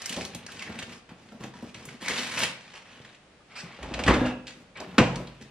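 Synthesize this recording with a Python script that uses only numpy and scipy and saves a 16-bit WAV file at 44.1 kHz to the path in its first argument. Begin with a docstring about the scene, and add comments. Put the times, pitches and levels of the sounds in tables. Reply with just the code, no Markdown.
"""Packets crinkle as someone rummages in a two-door refrigerator in a small, hard-walled kitchen.
Plastic snaps, containers knock on the shelves, and a cardboard box is dragged out with a stick-slip scrape.
The first door swings shut and its bottles and jars rattle; then the second door slams.
Rubbing is coloured grains, blows are ringing modes plus fading noise; dense echoes surround most of it."""
import sys
import numpy as np
from scipy import signal
from scipy.fft import rfft, irfft
from scipy.io import wavfile
from scipy.ndimage import map_coordinates

SR = 44100
rng = np.random.default_rng(int(sys.argv[2]) if len(sys.argv) > 2 else 0)


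def master_out(mix):
    """Clip the mix to full scale and print it as 16-bit PCM to the path in sys.argv[1]."""
    frames = np.transpose(np.atleast_2d(mix))
    ceiling = np.clip(frames, -1, 1)
    pcm = np.round(ceiling * 32767).astype(np.int16)
    wavfile.write(sys.argv[1], SR, pcm)


N = 242855
TIME = np.arange(N) / SR  # s
HZ = np.arange(N // 2 + 1) * SR / N  # bins of a full-length spectrum

# Hand taking hold of something. Each row: start in seconds, length in seconds, crinkle level in dB,
# treble in dB relative to it, papery rub in dB relative to it, shuffle on the shelf in dB.
GRABS = [(-0.015, 0.16, -40.5, -4, -6.5, -55.5), (0.088, 0.17, -42.5, 1, -3, -42),
         (0.283, 0.17, -49.5, -18, -2, -49), (0.477, 0.13, -46.5, -2.5, -3.5, -49),
         (0.606, 0.055, -45, -5, -2, -52), (0.655, 0.15, -46.5, -10, 0, -44.5),
         (0.868, 0.1, -52.5, -1, 3.5, -45), (1.088, 0.024, -50.5, -20, 2, -52),
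         (1.16, 0.23, -60, -5, 1, -54.5), (1.396, 0.07, -49, -6, 3, -40),
         (1.54, 0.16, -51, -4.5, -0.5, -48.5), (1.727, 0.23, -49, -5, -1.5, -46.5),
         (2.538, 0.29, -49.5, -7.5, -4.5, -82), (2.733, 0.042, -44.5, -5, -4, -81),
         (2.84, 0.3, -51.5, -9.5, -4.5, -58), (3.474, 0.72, -46.5, -10.5, -2, -54),
         (4.483, 0.027, -43, -7, -8.5, -69), (4.54, 0.087, -61.5, -2, 2.5, -49.5),
         (4.75, 0.089, -46, -20, 3, -49), (4.84, 0.45, -50.5, -11, 3.5, -42.5),
         (5.253, 0.26, -55.5, -14, -6.5, -53), (5.411, 0.014, -49, -3, -15, -44)]
# Pull on the box as it leaves its shelf. Each row: time in seconds, level in dB.
BOX_PULL = [(2.02, -39.5), (2.076, -38.5), (2.084, -33.5), (2.168, -33), (2.184, -31), (2.294, -38.5),
            (2.422, -28), (2.432, -27), (2.52, -45.5)]
# Spectrum of the first door's clattering liner. Each row: frequency in Hz, level in dB.
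FIRST_LINER = [(30, -28), (60, -8), (95, -2), (170, -1.5), (270, 0.5), (380, -1), (510, 1), (750, -7),
               (1100, -4), (1700, -9.5), (2700, -15.5), (4000, -24.5), (8000, -34), (14000, -80)]


def amp(db):
    """Decibels to gain."""
    return 10 ** (np.asarray(db) / 20)


def unit(x):
    """Scale to standard deviation 1."""
    return x / np.std(x)


def decay(t, t60):
    """Exponential fade by 60 dB in t60 seconds."""
    return np.exp(-np.log(1000) * t / t60)


def lookup(points, hz):
    """Interpolate a table on a log-frequency axis."""
    f, value = np.transpose(points)
    return np.interp(np.log(hz + 1e-3), np.log(f), value)


def band(x, lo_hz, hi_hz, order=3):
    """Butterworth band-pass."""
    edges_hz = [lo_hz, min(hi_hz, SR / 2 - 1)]
    return signal.sosfilt(signal.butter(order, edges_hz, "band", fs=SR, output="sos"), x)


def convolve(x, response):
    """Play a sound through an impulse response."""
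    return signal.fftconvolve(x, response)[:N]


def colour(x, spectrum, size=4096):
    """Minimum-phase filter of unit energy shaped by (Hz, dB) rows."""
    gain = amp(lookup(spectrum, np.arange(size // 2 + 1) * SR / size))
    # fold the cepstrum to make the filter causal
    cepstrum = irfft(np.log(gain))
    cepstrum[1:size // 2] *= 2
    cepstrum[size // 2 + 1:] = 0
    response = irfft(np.exp(rfft(cepstrum)))
    return convolve(x, response / np.linalg.norm(response))


def grains(rate, spread_db):
    """Tiny slips and buckles of unequal size, rate per second on average; scaled to unit deviation."""
    size = amp(spread_db * np.minimum(rng.exponential(size=N), 4))
    happens = rng.random(N) < rate / SR
    return unit(happens * size * rng.choice([-1, 1], N))


def chatter(times, dbs, t60, rise_s=0.00047):
    """Each contact sets off vibrations too dense to tell apart: noise dying away as one."""
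    power, t = np.zeros(N), TIME[:SR]
    np.add.at(power, (times * SR).astype(int), amp(dbs) ** 2)
    power_fade = (1 - np.exp(-t / rise_s)) * decay(t, t60) ** 2
    return np.sqrt(np.abs(convolve(power, power_fade))) * rng.standard_normal(N)


def ring(times, dbs, modes):
    """Blows ring the modes of one object as decaying sines."""
    blows, t = np.zeros(N), TIME[:SR]
    np.add.at(blows, (times * SR).astype(int), amp(dbs))
    response = sum(amp(db - 60 * t / t60) * np.sin(2 * np.pi * hz * t) for hz, db, t60 in modes)
    return convolve(blows, response / np.linalg.norm(amp(np.array(modes)[:, 1])))


def clumps(depth_db, lo_hz, hi_hz):
    """Gain that jumps about as a surface catches and gives way; rms 1."""
    gain = amp(depth_db * unit(band(rng.standard_normal(N), lo_hz, hi_hz, order=2)))
    return gain / np.sqrt(np.mean(gain ** 2))


def swell(rows, lead_s=0.012, fade_s=0.025):
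    """Gain curve through (s, dB) rows, fading exponentially beyond its ends."""
    s, db = np.transpose(rows)
    outside = np.maximum((s[0] - TIME) / lead_s, (TIME - s[-1]) / fade_s).clip(0)
    return amp(np.interp(TIME, s, db)) * np.exp(-outside)


def stroke(start, length, attack_s, slope_db_per_s, release_s):
    """Gain of one movement: attack, a hold that slopes in level, release."""
    t = TIME - start
    attack = (t / attack_s).clip(0, 1)
    hold = amp(slope_db_per_s * t.clip(0, length))
    return attack * hold * np.exp(-(t - length).clip(0) / release_s)


def handling(dbs, attack_share=0.13, ease_db_per_s=9, release_s=0.024):
    """Power-summed gain of all grabs: each tightens over a share of its length, eases off, lets go."""
    power = 0
    for (start, length, *_), db in zip(GRABS, dbs):
        grip = stroke(start, length, attack_share * length, -ease_db_per_s, release_s)
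        power = power + (amp(db) * grip) ** 2
    return np.sqrt(power)


def spread(mid, side, half_hz=1117.8):
    """Two close microphone ports hear diffuse bass alike and diffuse treble differently."""
    # the side's share of the power climbs to a half, and is a quarter at half_hz
    apart = .5 * HZ ** 1.5 / (HZ ** 1.5 + half_hz ** 1.5)
    mid = irfft(rfft(mid) * np.sqrt(1 - apart), N)
    side = irfft(rfft(side) * np.sqrt(apart), N)
    return np.array([mid + side, mid - side])


def packets():
    """Wrappers crinkle in fine grains and buckle in sparse ones; card and sleeves rub more smoothly beneath."""
    # Wrapper spectrum. Each row: frequency in Hz, level in dB.
    wrapper = [(590, -62), (1000, -21), (1490, -2.5), (1700, 2.5), (2310, 1.5), (2590, 4), (7430, -17),
               (12400, -29.5), (15000, -39)]
    buckles = amp(-9) * grains(rate=32, spread_db=-2.0)
    fine = grains(rate=2200, spread_db=1.5) + grains(rate=400, spread_db=-1.5)
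    crinkle = colour(fine + buckles, wrapper) * clumps(depth_db=1.5, lo_hz=24.5, hi_hz=85.5)
    body = unit(band(crinkle, 1300, 5000))
    top = unit(band(crinkle, 5000, 11000))
    rub = unit(band(grains(rate=2000, spread_db=3.5), 380, 1400))
    _, _, db, treble_db, rub_db, _ = np.transpose(GRABS)
    mix = body * handling(db) + top * handling(db + treble_db) + rub * handling(db + rub_db)
    return amp(-5.0) * mix


def ticks(ring_cycles=108, width=0.34, rise_s=0.0027, edge_t60=0.024, size=16384):
    """Stiff plastic snaps, and the dragged box catching harder: a wide crack, one broad resonance and a short
    bright edge."""
    # Clearest snaps, and the box's hard catches while it is dragged out (2.08 to 2.43 s). Each row: time in
    # seconds, relative level in dB, ring pitch in Hz, sharp edge in dB relative to the snap.
    snaps = [(0.0179, -24, 4000, -7), (0.058, -18, 4500, -4.5), (0.0936, -22.5, 3060, -1),
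             (0.125, -25, 2540, -3), (0.14, -25, 3300, -14), (0.164, -25, 3420, -14),
             (0.2088, -27, 2260, -28), (0.217, -31, 2610, -14), (0.2498, -26.5, 3430, -3),
             (0.334, -42, 2240, -28), (0.3477, -26.5, 3240, 0), (0.434, -45, 3000, -20),
             (0.464, -22.5, 4530, -18), (0.5188, -33.5, 3070, -3), (0.5688, -38, 2280, -20),
             (0.5927, -30, 2440, -16), (0.6225, -27.5, 2260, -11), (0.653, -46, 2200, -34),
             (0.6733, -46, 1810, -26), (0.7227, -35.5, 2590, -29), (0.7526, -37.5, 1750, -34),
             (0.7881, -25.5, 2050, -12), (0.796, -31, 3040, -14), (0.8245, -27.5, 1920, -14),
             (0.867, -42, 3630, -12), (0.8926, -37, 2100, -26), (0.9212, -37.5, 2210, -7),
             (0.928, -37, 2620, -14), (1.091, -46, 2500, -15), (1.286, -46.5, 1830, -26),
             (1.3185, -48, 1700, -32), (1.436, -32, 2020, -15), (1.5372, -42, 1700, -37),
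             (1.7439, -31, 2330, -18), (1.853, -40.5, 7940, 13), (1.887, -33, 2000, -21),
             (2.0585, -23, 4660, -25), (2.082, -14.5, 4000, -11), (2.094, -19, 1780, -27),
             (2.1357, -25, 2320, -26), (2.1774, -22, 2440, -22), (2.189, -21.5, 2980, -22),
             (2.2331, -25, 3240, -24), (2.268, -25.5, 2490, -14), (2.318, -27, 2500, -18),
             (2.39, -20, 5000, -1), (2.376, -18, 2200, -22), (2.4192, -30, 2860, -24),
             (2.433, -12.5, 2370, -12), (3.047, -39, 1570, -30), (3.101, -59, 2200, -30),
             (3.146, -44, 2200, -30), (3.8277, -30, 2510, -15), (3.9385, -21.5, 2330, -48),
             (4.0364, -21, 2570, -18), (4.2575, -30.5, 2520, -49), (4.4689, -30.5, 2880, -23),
             (4.477, -29, 2980, -20), (4.771, -36, 2430, -28), (4.8013, -24.5, 4150, -30),
             (5.1574, -24, 3750, -13.5), (5.271, -35.5, 3260, -38), (5.283, -48, 3700, -29),
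             (5.42, -41, 4500, -16)]
    out, t = np.zeros(N + size), TIME[:size]
    for s, db, hz, sharp_db in snaps:
        noise = rng.standard_normal(size)
        crack = amp(-3) * unit(band(band(noise, 1630, 4100, order=1), 320, 8800, order=4))
        tone = amp(-6) * unit(band(noise, hz / (1 + width), hz * (1 + width), order=2))
        edge = amp(sharp_db) * unit(band(band(noise, 10400, 30000), 5100, 6900, order=1))
        # a fixed number of cycles to -60 dB, so bright snaps are short
        snap = (crack + tone) * decay(t, ring_cycles / hz) + edge * decay(t, edge_t60)
        start = int(s * SR)
        out[start:start + size] += amp(db) * snap * (1 - np.exp(-t / rise_s)) ** .5
    return out[:N]


def box():
    """Cardboard sticks and slips as it slides past its neighbours, now and then catching harder."""
    # Cardboard spectrum. Each row: frequency in Hz, level in dB.
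    cardboard = [(59, -31), (100, -14.5), (241, -2.5), (434, -12.5), (492, -5), (797, -8), (1070, -3),
                 (1160, -9), (1880, -3.5), (2860, -4.5), (10700, -19), (13200, -28), (15000, -80)]
    slips = grains(rate=2500, spread_db=1.5) + grains(rate=380, spread_db=-0.3)
    catching = clumps(depth_db=-0.5, lo_hz=27, hi_hz=79)
    return amp(-4.5) * colour(slips, cardboard) * catching * swell(BOX_PULL, lead_s=0.0087)


def shelves(push_s=0.0055, thud_t60=0.059, drag_db=-14.5):
    """Containers shuffle along; each bump swells into a short low thud with a scuff and a hollow clack."""
    # Containers set against the shelves. Each row: time in seconds, relative level in dB,
    # hollow clack in dB relative to it, pitch of the thud in Hz.
    knocks = [(0.1, -34.5, -27, 184), (0.167, -24, -10.5, 226), (0.183, -30.5, -6.5, 217),
              (0.293, -35.5, -19, 237), (0.21, -40.5, -3, 180), (0.35, -29.5, -17, 234),
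              (0.694, -29, -14.5, 226), (0.754, -31, -18, 237), (0.792, -37.5, -7.5, 267),
              (0.824, -38.5, -10, 100), (1.094, -41, -23, 215), (1.117, -40, -17, 192),
              (1.322, -37.5, -10, 225), (1.346, -38.5, -22, 232), (1.382, -48, -25, 225),
              (1.416, -36, -29, 128), (1.441, -31, -10, 197), (1.624, -27.5, -16.5, 222),
              (1.641, -36, -17, 236), (1.874, -35, -21, 150), (1.939, -37, -25, 233),
              (2.021, -33.5, -11, 182), (2.097, -32.5, -2, 265), (2.431, -28.5, -24, 230),
              (3, -41.5, -15, 144), (3.632, -31, -21, 151.5), (3.656, -41.5, -29, 154),
              (4.801, -35.5, 0, 214), (5.199, -35, -4, 126), (5.407, -46.5, -7, 213)]
    # Spectra of shelf and clack. Each row: frequency in Hz, level in dB.
    shelf = [(40, -45), (80, 1), (130, -2.5), (185, 7), (235, 5), (300, -2.5), (480, -4), (900, -33.5)]
    hollow = [(150, -3.5), (330, 5.5), (500, 8.5), (720, 5.5), (1200, -8.5), (3000, -28)]
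    s, db, clack_db, pitch_hz = np.transpose(knocks)
    # the shelf rumbles under the dragged box too
    movement = handling(np.array(GRABS)[:, -1]) + amp(drag_db) * swell(BOX_PULL)
    shuffle = colour(grains(rate=900, spread_db=3.0), shelf) * movement
    clack = colour(chatter(s, db + clack_db, t60=0.18), hollow)
    scuff = colour(chatter(s, db, t60=0.031), shelf)
    thuds = np.zeros(N)
    for start, thud_db, hz in zip(s, db, pitch_hz):
        t = (TIME - start).clip(0)
        push = (1 - np.exp(-t / push_s)) ** 2
        thuds += amp(thud_db) * push * decay(t, thud_t60) * np.sin(2 * np.pi * hz * t)
    return amp(-4.5) * shuffle + amp(5.0) * thuds + amp(-4.5) * scuff + amp(0.5) * clack


def squeaks(wander_hz=260, slip_hz=350):
    """A rubbed plastic wall sings briefly, its pitch jolted by random slips."""
    # Chirps. Each row: centre time in seconds, relative level in dB, pitch in Hz,
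    # seconds from the centre to a fall to 1/e.
    chirps = [(0.491, -39, 1627, 0.006), (0.606, -42, 2400, 0.008), (0.623, -34, 2126, 0.006),
              (0.679, -35.5, 1887, 0.0063), (0.823, -38, 1900, 0.0046), (2.059, -32, 1955, 0.0065),
              (2.077, -33, 2146, 0.01), (2.087, -24.5, 1926, 0.0066), (2.111, -29, 1947, 0.009),
              (4.082, -15.5, 1941, 0.005), (4.769, -40.5, 2256, 0.011)]
    out = np.zeros(N)
    for s, db, hz, length in chirps:
        pitch_hz = hz + wander_hz * unit(band(rng.standard_normal(N), 34.0, slip_hz, order=1))
        tone = np.sin(2 * np.pi * np.cumsum(pitch_hz) / SR)
        out += amp(db) * tone * np.exp(-((TIME - s) / length) ** 2)
    return amp(-1.0) * out


def sleeve(rise_per_s=2, attack_s=0.013, release_s=0.012, treble_hz=3500):
    """A sleeve brushes along the door: soft swishes, gliding upwards as the arm speeds up."""
    # Swish resonances. 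Each row: frequency in Hz, width as a share of it, level in dB.
    resonances = [(1720, 0.64, -2), (2380, 0.075, -8), (4520, 0.19, -2.5), (7050, 0.12, -10)]
    # Passes of the sleeve. Each row: start in seconds, length in seconds, level in dB,
    # treble in dB relative, mean speed as a share of the usual.
    passes = [(2.839, 0.14, -57, -10, 1.13), (3.503, 0.024, -55, -4, 0.88), (3.551, 0.029, -41, -0.5, 0.95),
              (3.578, 0.03, -45.5, 3.5, 1.03), (3.667, 0.085, -58, -17, 0.84)]
    noise, out = rng.standard_normal(N), 0
    for s, length, db, treble_db, pace in passes:
        swish = 0
        for hz, width, level_db in resonances:
            tone = unit(band(noise, hz / (1 + width), hz * (1 + width), order=2))
            swish = swish + amp(level_db + treble_db * (hz > treble_hz)) * tone
        speed = pace + rise_per_s * ((TIME - s).clip(0, length) - length / 2)
        # reading the noise faster raises its pitch
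        gliding = map_coordinates(swish, [np.cumsum(speed)], mode="mirror")
        out = out + amp(db) * gliding * stroke(s, length, attack_s, 0, release_s)
    return out


def door(blows, modes, liner, clatter_t60, crack_t60, tail_t60, clatter_tail_db, crack_tail_db):
    """A door lands: liner cracks and clatters, steel skin rings, cabinet sways; two channels."""
    # Cabinet modes. Each row: frequency in Hz, level in dB, t60 in seconds.
    cabinet = [(52.1, -2, 1), (60.4, 3, 0.41), (76, -17, 0.4)]
    # Crack spectrum. Each row: frequency in Hz, level in dB.
    sharp = [(300, -8), (900, -11), (1500, 1.5), (2100, -1), (2800, -2.5), (3800, -7.5), (6000, -13.5),
             (8500, -19.5), (14000, -35)]
    flat_lag_s, edge_db, flat_db, body_lag_s = 0.0015, -2.5, -4.5, 0.009
    s, sway_db, ring_db, clatter_db, crack_db = np.transpose(blows)
    # the edge meets first, the door lies flat a moment later, the heavy body answers last
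    boom = ring(s + body_lag_s, ring_db, modes) + ring(s + body_lag_s, sway_db, cabinet)
    contacts = np.r_[s, s + flat_lag_s]
    clatter_db = np.r_[clatter_db + edge_db, clatter_db + flat_db]
    crack_db = np.r_[crack_db + edge_db, crack_db + flat_db]
    clatter = colour(chatter(contacts, clatter_db, clatter_t60), liner)
    crack = colour(chatter(contacts, crack_db, crack_t60), sharp)
    # the noise lingers between the walls, arriving from all sides
    tails = []
    for _ in range(2):
        clatter_tail = colour(chatter(contacts, clatter_db + clatter_tail_db, tail_t60), liner)
        crack_tail = colour(chatter(contacts, crack_db + crack_tail_db, tail_t60), sharp)
        tails.append(clatter_tail + crack_tail)
    return amp(-4.0) * (clatter + crack) + boom + spread(*tails)


def first_door():
    """The first door closes in a run of blows, its skin ringing at its own modes."""
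    # Each row: time in seconds, then relative levels in dB of cabinet sway, door ring, liner clatter, crack.
    blows = [(3.83, -41, -60, -37.5, -47), (3.99, -50, -55, -29.5, -26.5), (4.063, -35, -28, -36, -22.5),
             (4.078, -33, -45, -12.5, -16), (4.101, -42, -19.5, -15, -33), (4.137, -32, -32, -20.5, -22),
             (4.206, -30.5, -19, -37, -42), (4.262, -48, -39, -30, -29)]
    # Each row: frequency in Hz, level in dB, t60 in seconds.
    modes = [(122.5, 11.5, 0.24), (178, -15, 0.33), (201, 6, 0.54), (249.6, 21.5, 0.45), (275, 4, 0.36),
             (304.3, 9.5, 0.49), (387, -5, 0.86), (423, -17, 0.28), (515, 5.5, 0.71), (618, -8, 0.56),
             (985, 5, 0.23), (1158, 1, 0.26), (1395, 3, 0.31), (1590, -3, 0.22)]
    return door(blows, modes, FIRST_LINER, clatter_t60=0.26, crack_t60=0.14, tail_t60=0.59,
                clatter_tail_db=-12.5, crack_tail_db=-21.0)


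def second_door():
    """The second door slams with one hard blow and weaker ones after it."""
    # Each row: time in seconds, then relative levels in dB of cabinet sway, door ring, liner clatter, crack.
    blows = [(4.981, -32, -10.5, -8, -8), (5.006, -37, -53, -20.5, -29), (5.16, -45, -29.5, -43, -49)]
    # Each row: frequency in Hz, level in dB, t60 in seconds.
    modes = [(124.7, -2.5, 0.55), (133.3, -3, 0.95), (177.7, 3, 0.5), (218, 13.5, 0.08), (251.5, 4, 0.28),
             (316, -11, 0.58), (381, 3, 0.19), (500, 7, 0.26), (983, -8, 0.59), (1070, -4, 0.35),
             (1190, -25, 0.22), (1566, -11, 0.2), (2405, -12, 0.45), (2500, -10, 0.13), (2900, -24, 0.42)]
    # Liner spectrum. Each row: frequency in Hz, level in dB.
    liner = [(30, -39), (60, -20), (95, -3.5), (170, 2), (260, -1.5), (380, -6.5), (510, -3.5), (750, -5),
             (1100, -11), (1700, -13), (2700, -13), (3700, -22), (8000, -32.5), (14000, -84)]
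    return door(blows, modes, liner, clatter_t60=0.21, crack_t60=0.062, tail_t60=0.51,
                clatter_tail_db=-11.0, crack_tail_db=-29.0)


def racks():
    """The loaded first door shudders through its catch; bottles touch, their notes wavering as they shake."""
    # Judder spectrum. Each row: frequency in Hz, level in dB.
    hinge = [(30, -37), (55, 5), (72, 8), (95, -11), (125, -3.5), (160, -3), (270, 1), (380, -10.5),
             (550, -3.5), (800, -4.5), (1300, -15), (2700, -19), (5000, -31), (14000, -50)]
    # Bottle contacts. Each row: time in seconds, relative level in dB, pitch in Hz, t60 in seconds.
    bottles = [(4.039, -31, 2466, 0.15), (4.084, -44, 1680, 0.5), (4.14, -38, 3560, 0.31),
               (4.209, -43, 3570, 0.33), (4.209, -34, 1660, 0.42), (4.253, -36.5, 2810, 0.37),
               (4.284, -46.5, 2595, 0.54), (4.984, -31, 2412, 0.35), (4.985, -36, 2740, 0.29),
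               (4.992, -40, 2520, 0.42), (4.992, -42, 1640, 0.4), (5.006, -42, 2907, 0.37)]
    # Bottle modes, a close pair that beats. Each row: multiple of the pitch, level in dB, share of the t60.
    glass = [(1, 0, 1), (1.012, -7, 0.7)]
    catch_s, lands_s, rests_s = 3.78, 4.09, 4.325
    # rubs harder and harder into the catch, lands, then judders until it rests
    catch = amp(-42) * stroke(catch_s, lands_s - catch_s, attack_s=0.059, slope_db_per_s=18, release_s=0.013)
    shake = amp(-30) * stroke(lands_s, rests_s - lands_s, attack_s=0.013, slope_db_per_s=-28.5,
                              release_s=0.0057)
    judder = colour(grains(rate=540, spread_db=1.0), hinge) * (catch + shake)
    clinks = 0
    for s, db, hz, t60 in bottles:
        modes = [(hz * k, mode_db, t60 * share) for k, mode_db, share in glass]
        clinks = clinks + ring(np.array([s]), [db], modes)
    return amp(1.5) * judder + clinks * clumps(depth_db=2.8, lo_hz=8.5, hi_hz=45)


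def jars(click_db=-12, click_t60=0.019):
    """Jars and cartons knock on shelves and racks: a short click with a hollow note."""
    # Jolts. Each row: time in seconds, relative level in dB, pitch in Hz.
    jolts = [(1.107, -48, 874), (1.32, -47, 1350), (1.539, -42, 970), (1.668, -54, 652),
             (3.406, -52.5, 1210), (3.79, -36, 546), (3.832, -35, 413), (3.912, -27.5, 322),
             (4.038, -30, 573), (4.065, -20, 305), (4.092, -15, 171), (4.103, -16.5, 613),
             (4.111, -21.5, 1235), (4.126, -21, 460), (4.137, -15, 304), (4.18, -22, 510),
             (4.216, -20, 303), (4.229, -27.5, 580), (4.254, -28, 610), (4.269, -32, 1380),
             (4.311, -38, 610), (4.322, -37, 730), (4.372, -33.5, 252), (4.983, -13, 302),
             (5.021, -29, 1060), (5.09, -30, 690), (5.132, -27.5, 526), (5.148, -31, 912),
             (5.164, -28.5, 176), (5.197, -32.5, 527)]
    # Full-jar modes. 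Each row: multiple of the pitch, level in dB, t60 in seconds.
    full_jar = [(1, 2.5, 0.067), (1.58, -6, 0.033), (2.31, -17, 0.048), (3.7, -15, 0.027)]
    s, db, _ = np.transpose(jolts)
    notes = 0
    for start, level_db, hz in jolts:
        modes = [(hz * k, mode_db, t60) for k, mode_db, t60 in full_jar]
        notes = notes + ring(np.array([start]), [level_db], modes)
    return notes + colour(chatter(s, db + click_db, click_t60), FIRST_LINER)


def compartment(x, t60=0.02, walls_db=-5, lowest_hz=2200, size=1024):
    """Close plastic walls scatter the treble, differently moment to moment as the hand moves; two channels."""
    hop, fade = size // 2, decay(TIME[:size], t60)
    treble = np.pad(band(x, lowest_hz, 15600, order=2), (hop, size))
    window = np.sin(np.pi * np.arange(size) / size)
    moments = np.lib.stride_tricks.sliding_window_view(treble, size)[::hop] * window
    scattered = np.zeros((2, len(treble) + size))
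    for k, moment in enumerate(moments):
        walls = rng.standard_normal((2, size)) * fade / np.linalg.norm(fade)
        heard = irfft(rfft(moment, 2 * size) * rfft(walls, 2 * size))
        scattered[:, k * hop:k * hop + 2 * size] += heard
    # the direct sound gives up part of its treble
    kept = np.sqrt(1 - min(amp(walls_db), 1) ** 2 * HZ ** 4 / (HZ ** 4 + lowest_hz ** 4))
    return irfft(rfft(x) * kept, N) + amp(walls_db) * spread(*scattered[:, hop:hop + N])


def echoes(build_s=0.0019, bass_hz=330, standing_db=-16):
    """Dense reflections from cupboards and tiles, thinned in the bass, plus a few standing waves."""
    # Each row: frequency in Hz, t60 in seconds.
    room_t60 = [(100, 1), (500, 0.47), (2500, 0.42), (6000, 0.33), (12000, 0.17)]
    # Standing waves of the kitchen. Each row: frequency in Hz, level in dB, t60 in seconds.
    room_modes = [(131.2, 6, 0.53), (184, 1, 0.41), (252.7, 5, 0.12), (322, -4, 0.61), (383.8, 10, 0.24),
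                  (457, -38, 0.34), (518, -6, 0.15), (626, -9, 0.42)]
    t, dense = TIME[:SR], 0
    for hz in 40 * 2. ** np.arange(9):  # octave bands
        fade = decay(t, lookup(room_t60, hz * np.sqrt(2)))
        dense = dense + band(rng.standard_normal(SR), hz, 2 * hz) * fade * hz / np.hypot(hz, bass_hz)
    dense = dense * (1 - np.exp(-t / build_s))
    standing = ring(np.zeros(1), np.zeros(1), room_modes)[:SR]
    return dense / np.linalg.norm(dense) + amp(standing_db) * standing / np.linalg.norm(standing)


def trail(left):
    """The refrigerator stands to the right, so the left port hears it with a phase lag."""
    # How far the left port trails the right. Each row: frequency in Hz, lag in radians.
    port_lag = [(200, 0.017), (1000, 0.047), (3000, 0.05), (5500, 1.54), (7500, 1.98), (10000, 2),
                (14000, 4.2)]
    return irfft(rfft(left) * np.exp(-1j * lookup(port_lag, HZ)), N)


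def room_tone():
    """Faint steady air noise of the kitchen."""
    # Each row: frequency in Hz, level in dB.
    quiet = [(15, -17), (25, 1), (86, -7), (193, -2.5), (433, -9), (523, -6.5), (1080, -13.5),
             (1340, -12.5), (2770, -15), (8810, -29), (10900, -34), (12200, -85), (15500, -69)]
    return amp(-57.0) * spread(*(colour(rng.standard_normal(N), quiet) for _ in range(2)))


def scene():
    """Handling, snaps and rattle sound direct and off the walls; the doors carry their own tails."""
    inside = packets() + box() + shelves() + squeaks() + sleeve()
    snaps, rattle = ticks(), racks() + jars()
    direct = compartment(amp(0.72) * inside, walls_db=-6.5)
    direct = direct + compartment(amp(-3.5) * snaps, t60=0.013, walls_db=-8)
    direct = direct + amp(-0.5) * rattle
    to_walls = amp(-6.0) * inside + amp(-10.0) * snaps + amp(-8.5) * rattle
    reflected = spread(convolve(to_walls, echoes()), convolve(to_walls, echoes()))
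    left, right = direct + first_door() + second_door() + reflected
    return np.array([trail(left), right]) + room_tone()


def record(dry, low_cut_hz=42, roll_off_hz=12500, top_hz=15800):
    """Thin the deepest bass, soften the highest treble, round the peaks, and leave nothing above top_hz."""
    rounded = np.tanh(band(dry, low_cut_hz, roll_off_hz))
    return signal.sosfilt(signal.ellip(8, .2, 80, top_hz, fs=SR, output="sos"), rounded)


dry = scene()
out = record(dry)
master_out(out)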